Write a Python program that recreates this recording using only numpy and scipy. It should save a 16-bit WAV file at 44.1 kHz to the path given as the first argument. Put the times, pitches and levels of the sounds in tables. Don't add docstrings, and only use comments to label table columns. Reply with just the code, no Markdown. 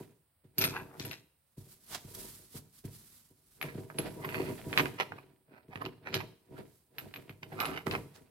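import sys
import numpy as np
from scipy import signal
from scipy.fft import rfft, irfft, next_fast_len
from scipy.io import wavfile

SR = 44100
rng = np.random.default_rng(int(sys.argv[2]) if len(sys.argv) > 2 else 0)


def log_audio(samples):
    frames = np.atleast_2d(samples).T
    limited = np.clip(frames, -1, 1)
    pcm = np.round(limited * 32767).astype(np.int16)
    wavfile.write(sys.argv[1], SR, pcm)


N = 366030
TIME = np.arange(N) / SR

# start_s, level_db, pitch_hz, pan_db, ring_db, ring_hz
STONE_HITS = [(0.5827, -21, 4250, 2, -21.5, 11950), (0.6143, -18.5, 3580, 3, -27.5, 11900),
              (0.6405, -16, 2780, 3.5, -25.5, 11430), (0.6603, -29, 2800, 17, -41, 8980),
              (0.9981, -27, 3670, 4.5, -49, 11750), (1.0509, -32.5, 2670, 13, -40.5, 11530),
              (1.1129, -29.5, 2630, 7, -46.5, 11440), (3.6142, -26, 2200, -1, -41.5, 11750),
              (3.6277, -25.5, 2070, 13.5, -42, 11070), (3.9011, -36, 1260, -4.5, -64, 11600),
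              (3.9864, -23, 2830, -2, -27, 11070), (4.248, -32, 2000, -7, -44.5, 11900),
              (4.2905, -30, 2050, -3, -48, 11800), (4.345, -25, 1910, -3.5, -47, 11650),
              (4.7297, -24, 2130, -2, -60, 11690), (4.7764, -9, 2480, -2.5, -33.5, 11880),
              (4.788, -18, 2320, -12, -61, 11960), (4.7987, -20, 2190, -0.5, -66, 11540),
              (4.8577, -24, 1650, -11, -50.5, 11060), (5.0112, -21.5, 1910, -7.5, -49, 11000),
              (5.121, -31, 1360, -4, -88, 11860), (5.7577, -30, 1960, -5, -62.5, 11060),
              (5.8529, -31.5, 2760, -3.5, -62, 11070), (6.143, -16.5, 3320, -1.5, -36, 11580),
              (6.984, -28, 2640, -1.5, -38.5, 11850), (7.1401, -32.5, 2480, -2, -50, 11800),
              (7.161, -34, 2440, 0, -50, 12400), (7.2952, -36.5, 2200, -1.5, -57.5, 11450),
              (7.603, -19, 2600, -8, -33.5, 11820), (7.6553, -25.5, 2740, 1, -34.5, 11060),
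              (7.869, -24, 1250, -23, -68, 11070), (7.912, -24.5, 2760, 3.5, -61, 11650)]
# pitch_hz, width_hz, gain_db
CLACK_TONE = [(2480, 230, 4), (2517, 87, 1), (3240, 430, -2.5), (4500, 1600, 1), (6300, 2900, 3)]
STONE_RESONANCE_DB = 4


def knocks():
    out = np.zeros((2, N))
    bounce_s, bounce_shrink, bounce_loss_db = .014, 0.6, 14.5
    for start_s, level_db, hz, pan_db, ring_db, ring_hz in STONE_HITS:
        click = contact(close_echoes(level_db=-2.5, fade_s=0.0041), hz, width=2.15, crack_db=-16)
        click = coloured(click, CLACK_TONE + [(hz, hz * 0.18, STONE_RESONANCE_DB)])
        click = from_db(level_db + 5.5) * placed(click / np.abs(click).max(), pan_db)
        delays_s = bounce_s * rng.uniform(.8, 1.3) * np.array([0, 1, 1 + bounce_shrink])
        for bounce, delay_s in enumerate(delays_s):
            add(out, start_s - .0003 + delay_s, from_db(-bounce * bounce_loss_db) * click)
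        add(out, start_s, from_db(ring_db + 5) * stone_ring(ring_hz))
    return out


# pitch_hz, level_db, ring_s (time to fade by 60 dB)
STONE_NOTES = [(8985, -8, .18), (11070, -1, .07), (11435, -2, .14), (12150, 0, .1), (12290, -3, .12),
               (14100, -13, .07)]


def stone_ring(ring_hz, rise_s=.0015, ring_share=0.7):
    t = np.arange(9000) / SR
    note_hz, note_db, ring_s = np.transpose(STONE_NOTES)[:, :, None]
    fade = (1 - np.exp(-t / rise_s)) * from_db(-60 * t / (ring_s * ring_share))
    apart_hz = np.abs(note_hz - ring_hz)
    loss_db = 5.8 * (np.log2(1 + apart_hz / 60) + apart_hz / 700)
    strength = from_db(note_db - loss_db + rng.normal(0, 1.6, (2, len(ring_s), 1)))
    left_phase = rng.random(note_hz.shape)
    right_phase = left_phase + rng.normal(0.24, 0.081, note_hz.shape)
    tones = np.sin(2 * np.pi * (note_hz * t + np.array([left_phase, right_phase]))) * fade
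    return np.sum(strength * tones, axis=1) / np.sqrt(np.sum(strength ** 2) / 2)


def contact(force, hz, width, crack_db):
    top_hz = min(hz * width, .4 * SR)
    body = filtered(force, 1, [min(hz / width, top_hz / 1.2), top_hz], "band")
    body = filtered(body, 2, 420, "high")
    rounded = filtered(body, 6, min(hz * 1.73, SR / 3), "low")
    crack = filtered(body, 3, min(hz * 2.6, SR / 3), "low")
    return rounded + from_db(crack_db) * crack


# peak_s, rise_s, fall_s, level_db, pitch_hz
STONE_SLIDES = [(0.621, 0.022, 0.078, -27.5, 3560), (0.763, 0.052, 0.061, -36.5, 1550),
                (0.95, 0.12, 0.069, -56, 1000), (1.005, 0.011, 0.23, -50, 4350),
                (1.13, 0.046, 0.052, -45.5, 3080), (3.69, 0.053, .04, -44.5, 1620),
                (4.249, 0.046, 0.061, -39, 1340), (4.35, 0.085, 0.21, -40, 1580),
                (4.8, 0.045, 0.017, -25.5, 1760), (5.003, 0.017, 0.036, -26.5, 1790),
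                (5.187, 0.0064, 0.018, -43.5, 1330), (5.57, 0.08, 0.064, -56.5, 1510),
                (5.73, 0.025, 0.048, -48.5, 1440), (5.82, 0.016, .013, -36, 1130),
                (5.862, .008, 0.024, -40, 1700), (6.075, 0.022, 0.032, -37.5, 1560),
                (6.155, 0.042, 0.049, -35, 2570), (6.208, 0.017, 0.017, -33.5, 1650),
                (6.582, 0.042, .046, -55, 1314), (7.432, 0.0052, 0.025, -42.5, 1880),
                (7.523, .009, 0.033, -42, 1090), (7.615, 0.045, 0.17, -34, 1360),
                (7.78, 0.089, 0.041, -41.5, 1940), (7.955, 0.067, .027, -35, 1580)]


def scrapes(skid_rise_s=0.0071, skid_fall_s=0.038):
    out, pressure = np.zeros((2, N)), np.zeros((2, N))
    t = np.arange(-5000, 9000) / SR
    skids = [(start_s + skid_rise_s, skid_rise_s, skid_fall_s, db - 19.5, hz * 0.85)
             for start_s, db, hz, *_ in STONE_HITS]
    for peak_s, rise_s, fall_s, level_db, hz in list(STONE_SLIDES) + skids:
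        swell = from_db(level_db) * stroke(t, rise_s, fall_s)
        echoes = close_echoes(level_db=-0.5, fade_s=0.0012)
        slips = signal.fftconvolve(echoes, grains(1100, 4.1, len(t))[None])[:, :len(t)]
        rasp = contact(slips, hz, width=2.97, crack_db=-12.5)
        stone_resonance = (hz * 1.8, hz * 0.064, STONE_RESONANCE_DB)
        rasp = rms_one(coloured(rasp, CLACK_TONE + [stone_resonance]))
        pan_db = np.interp(peak_s, [1.2, 3.6], [2, -5])
        add(out, peak_s + t[0], from_db(0.5) * swell * placed(rasp, pan_db))
        add(pressure, peak_s + t[0], swell * rms_one(slips))
    singing = sum(from_db(db) * ring(pressure, hz, ring_s) for hz, db, ring_s in STONE_NOTES[1:])
    return out + from_db(-48) * singing


# start_s, level_db, push_hz (higher is a shorter push)
LANDINGS = [(0.002, -32.5, 392), (0.443, -45, 152), (0.578, -25, 154), (0.641, -26, 155),
            (0.995, -31.5, 135), (1.572, -33.5, 101.6), (2.042, -35.5, 102), (2.546, -32.5, 153),
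            (2.842, -28.5, 113), (3.303, -52, 114), (3.746, -27.5, 138), (3.777, -27, 384),
            (3.984, -18, 403), (4.66, -26.5, 153), (4.767, -25.5, 109), (5.681, -40.5, 148),
            (5.749, -33.5, 127), (5.808, -36, 278), (6.143, -27, 272), (7.292, -35.5, 161),
            (7.422, -40, 153), (7.515, -38.5, 148), (7.648, -37, 382), (7.865, -18, 312)]


def thuds():
    out, t = np.zeros((2, N)), np.arange(10000) / SR
    for start_s, level_db, push_hz in LANDINGS:
        phase = 2 * np.pi * push_hz * t
        push = (1 - phase / 2) * phase * np.exp(-phase)
        thud = table_top(push)
        add(out, start_s, from_db(level_db - 5) * thud / np.abs(thud).max())
    return out


# pitch_hz, level_db, ring_s (time to fade by 60 dB)
WOOD_NOTES = [(59, -9.5, 0.06), (99.6, 0, 0.12), (118.5, 7, 0.056), (157, 4.5, 0.08), (217, -3.5, 0.092),
              (273, -0.5, 0.12), (320, -2.5, 0.13), (378.4, 1, 0.12), (467.5, 2.5, 0.048), (510, -3, 0.069),
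              (641, -4, 0.058), (767, -10.5, 0.055), (960.5, -6.5, 0.065)]


def table_top(force):
    return sum((-1) ** k * from_db(db) * ring(force, hz, ring_s)
               for k, (hz, db, ring_s) in enumerate(WOOD_NOTES))


# peak_s, rise_s, fall_s, rumble_db, hiss_db
STONE_ROLLS = [(0.01, 0.06, 0.077, -44, -66), (0.635, 0.043, 0.18, -34.5, -59), (1.06, 0.15, .13, -49, -64),
               (1.949, .06, 0.27, -53.5, -76), (2.252, 0.39, 0.25, -53.5, -56.5),
               (3.652, 0.046, 0.15, -39, -62), (4.062, 0.12, 0.079, -33.5, -63),
               (4.43, 0.45, .4, -37, -57.5), (4.799, 0.16, 0.16, -32.5, -55),
               (5.02, 0.044, 0.073, -40.5, -66), (5.17, 0.2, 0.22, -51.5, -79.5),
               (5.52, 0.053, 0.18, -57.5, -96), (5.859, 0.14, 0.08, -42, -113),
               (6.189, 0.14, 0.1, -36, -80.5), (6.588, .1, 0.12, -42.5, -71.5),
               (7.019, 0.076, 0.17, -42.5, -67.5), (7.2, 0.19, 0.19, -49, -73),
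               (7.661, .14, 0.14, -32.5, -58), (7.921, 0.039, 0.11, -32, -58.5),
               (8.169, 0.087, 0.14, -50, -72.5)]
# pitch_hz, level_db
GRIT_TONE = [(300, -24), (600, 6.5), (1000, -6), (1500, -2.5), (2400, -4.5), (3200, -8.5), (4800, -12.5),
             (7000, -38), (16000, -47)]
SETTLE_RISE_S = 0.0063


def rolling(settle_db=-20.5, settle_fall_s=0.13):
    rolls = [(peak_s, rise_s, fall_s, db) for peak_s, rise_s, fall_s, db, _ in STONE_ROLLS]
    settling = [(start_s, SETTLE_RISE_S, settle_fall_s, db + settle_db) for start_s, db, _ in LANDINGS]
    bumps = [table_top(grains(200, 2.7, N)) for _ in range(2)]
    lurches = from_db(-1.5 + 4 * drift(per_s=28))
    rumble = lurches * stereo(*bumps)
    grit = from_db(-15 + 4.52 * drift(per_s=60)) * stereo(*grains(2500, 1.8, (2, N)), GRIT_TONE)
    touches = grains(per_s=12, uneven_db=3, size=N)
    ticks = from_db(-24) * rms_one(contact(touches, hz=2120, width=1.4, crack_db=-14))
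    return swells(rolls + settling) * (rumble + grit + ticks)


# peak_s, rise_s, fall_s, level_db
TOWEL_BRUSHES = [(1.58, 0.0087, 0.17, -63.5), (1.73, 0.095, 0.048, -60), (1.92, 0.072, 0.06, -52.5),
                 (2.15, 0.0091, 0.024, -47), (2.2, 0.15, 0.31, -53.5), (2.58, .08, 0.022, -50.5),
                 (2.79, 0.098, 0.037, -62.5), (2.855, .012, 0.026, -56.5), (2.94, 0.098, 0.35, -59.5),
                 (3.14, 0.16, 0.23, -64.5), (3.56, 0.31, 0.23, -71), (6.76, 0.39, 0.16, -74.5)]
# pitch_hz, level_db
HISS_TONE = [(200, 8), (600, -10), (1200, -5), (2500, -6.5), (4500, -1), (6500, -2.5), (8500, 1.5),
             (12000, 3.5), (14000, 0.5), (16000, -5.5)]
# peak_s, rise_s, fall_s, level_db
HAND_SWISHES = [(1.953, 0.045, 0.033, -35.5), (2.572, 0.035, 0.028, -51), (8.16, 0.025, 0.03, -54.5)]
# pitch_hz, level_db
SWISH_TONE = [(300, -17), (650, 0), (1200, 0), (2500, -3.5), (5000, -2.5), (8000, -6.5), (16000, -13.5)]


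def towel(drag_stretch=1.28, crush_db=-42, crush_fall_s=0.27):
    dragged = [(peak_s, rise_s * drag_stretch, fall_s * drag_stretch, hiss_db)
               for peak_s, rise_s, fall_s, _, hiss_db in STONE_ROLLS]
    crushed = [(start_s, SETTLE_RISE_S, crush_fall_s, db + crush_db) for start_s, db, _ in LANDINGS]
    catches = from_db(6.5 + 1.68 * drift(per_s=90))
    hiss = catches * stereo(*grains(9000, 2.8, (2, N)), HISS_TONE)
    swish = stereo(*grains(9000, 6.7, (2, N)), SWISH_TONE)
    return swells(list(TOWEL_BRUSHES) + dragged + crushed) * hiss + swells(HAND_SWISHES) * swish


def close_echoes(level_db, fade_s, size=1500):
    t = np.arange(size) / SR
    echoes = grains(3500, 0.46, (2, size)) * np.exp(-t / fade_s) * (t > .0004)
    paths = from_db(level_db) * echoes / np.sqrt(np.sum(echoes ** 2, axis=1, keepdims=True) + 1e-12)
    paths[:, 0] = 1
    return paths


# pitch_hz, level_db
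ECHO_TONE = [(100, -6.5), (500, -13.5), (2000, -18.5), (6000, -14.5), (14000, -18)]


def room_echo(sound, bass_ring_s=0.37, treble_ring_s=0.55, size=26000):
    t, tail = np.arange(size) / SR, 0
    edges_hz = np.geomspace(45, 18000, 10)
    ring_times_s = np.geomspace(bass_ring_s, treble_ring_s, len(edges_hz) - 1)
    for low_hz, high_hz, ring_s in zip(edges_hz, edges_hz[1:], ring_times_s):
        hz = np.sqrt(low_hz * high_hz)
        fade = from_db(-60 * t / ring_s) * np.clip(t / 0.0045 - .5, 0, 1)
        mid, side = filtered(rng.standard_normal((2, size)), 2, [low_hz, high_hz], "band")
        alike = at_hz(SIDES_ALIKE, hz)
        pair = np.sqrt((1 + alike) / 2) * mid + np.sqrt((1 - alike) / 2) * side * SIDES
        tail = tail + from_db(at_hz(ECHO_TONE, hz)) * pair * fade / np.sqrt(np.sum(fade ** 2))
    return signal.fftconvolve(sound.sum(axis=0, keepdims=True) / np.sqrt(2), tail)[:, :N]


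# pitch_hz, level_db
HUSH_TONE = [(15, -49), (25, -25), (70, 5.5), (427, -19.5), (463, -12), (5140, -24.5), (6740, -43.5),
             (8360, -13.5), (12200, -20.5), (14000, -18), (16000, -11.5)]


def room_hush(level_db=-72.5):
    return from_db(level_db) * stereo(*rng.standard_normal((2, N)), HUSH_TONE)


# pitch_hz, likeness (1 is the same, 0 is unrelated)
SIDES_ALIKE = [(100, .92), (300, .75), (700, .6), (2000, .4), (5000, .15), (12000, -.1)]
# pitch_hz, pan_db
SIDES_BALANCE = [(100, 1.5), (300, 0), (600, -3), (2000, -5), (5000, -5.5), (12000, -1.5)]
SIDES = np.array([[1], [-1]])


def stereo(mid, side, tone=None):
    size = next_fast_len(N)
    hz = np.fft.rfftfreq(size, 1 / SR)
    alike = at_hz(SIDES_ALIKE, hz)
    pair = np.sqrt(1 + alike) * rfft(mid, size) + np.sqrt(1 - alike) * rfft(side, size) * SIDES
    tone_db = at_hz(tone, hz) if tone else 0
    gains = from_db(tone_db + SIDES * at_hz(SIDES_BALANCE, hz) / 2)
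    return rms_one(irfft(pair * gains, size)[:, :N])


def placed(pair, pan_db, samples_per_db=2.05):
    n = np.arange(pair.shape[-1])
    leads = SIDES * samples_per_db * pan_db / 2
    shifted = np.array([np.interp(n + lead, n, x) for lead, x in zip(leads, pair)])
    return rms_one(from_db(SIDES * pan_db / 2)) * shifted


def grains(per_s, uneven_db, size):
    strength = from_db(uneven_db * np.minimum(rng.exponential(1, size), 4))
    return (rng.random(size) < per_s / SR) * strength * rng.choice([-1, 1], size)


def drift(per_s):
    points = rng.standard_normal(4000)
    return np.interp(TIME * per_s, np.arange(len(points)), points)


def stroke(t, rise_s, fall_s):
    return from_db(-20 * np.maximum(-t / max(rise_s, .002), t / max(fall_s, .002)))


def swells(moves):
    t = np.arange(0, N / SR, .001)
    power = sum((from_db(db) * stroke(t - peak_s, rise_s, fall_s)) ** 2
                for peak_s, rise_s, fall_s, db in moves)
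    return np.interp(TIME, t, np.sqrt(power))


def ring(force, hz, ring_s):
    decay, angle = from_db(-60 / (ring_s * SR)), 2 * np.pi * hz / SR
    return signal.lfilter([0, np.sin(angle)], [1, -2 * decay * np.cos(angle), decay ** 2], force + 1e-18)


def coloured(x, peaks):
    for hz, width_hz, gain_db in peaks:
        b, a = signal.iirpeak(hz, hz / width_hz, fs=SR)
        x = x + (from_db(gain_db) - 1) * signal.lfilter(b, a, x + 1e-18)
    return x


def filtered(x, order, hz, keep):
    return signal.sosfilt(signal.butter(order, hz, keep, fs=SR, output="sos"), x)


def at_hz(points, hz):
    pitches_hz, values = np.transpose(points)
    return np.interp(np.log(hz + 1e-9), np.log(pitches_hz), values)


def add(out, start_s, sound):
    start = int(round(start_s * SR))
    first, last = max(start, 0), min(start + sound.shape[-1], N)
    if last > first:
        out[:, first:last] += sound[..., first - start:last - start]


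def from_db(db):
    return 10 ** (np.asarray(db) / 20)


def rms_one(x):
    return x / np.sqrt(np.mean(x ** 2) + 1e-20)


def scene():
    close = knocks() + scrapes() + thuds() + rolling() + towel()
    return close + room_hush() + room_echo(close)


def record(dry, low_cut_hz=38, high_cut_hz=15900):
    thinned = filtered(dry, 2, low_cut_hz, "high")
    return signal.sosfilt(signal.ellip(12, .1, 80, high_cut_hz, fs=SR, output="sos"), thinned)


dry = scene()
out = record(dry)
log_audio(out)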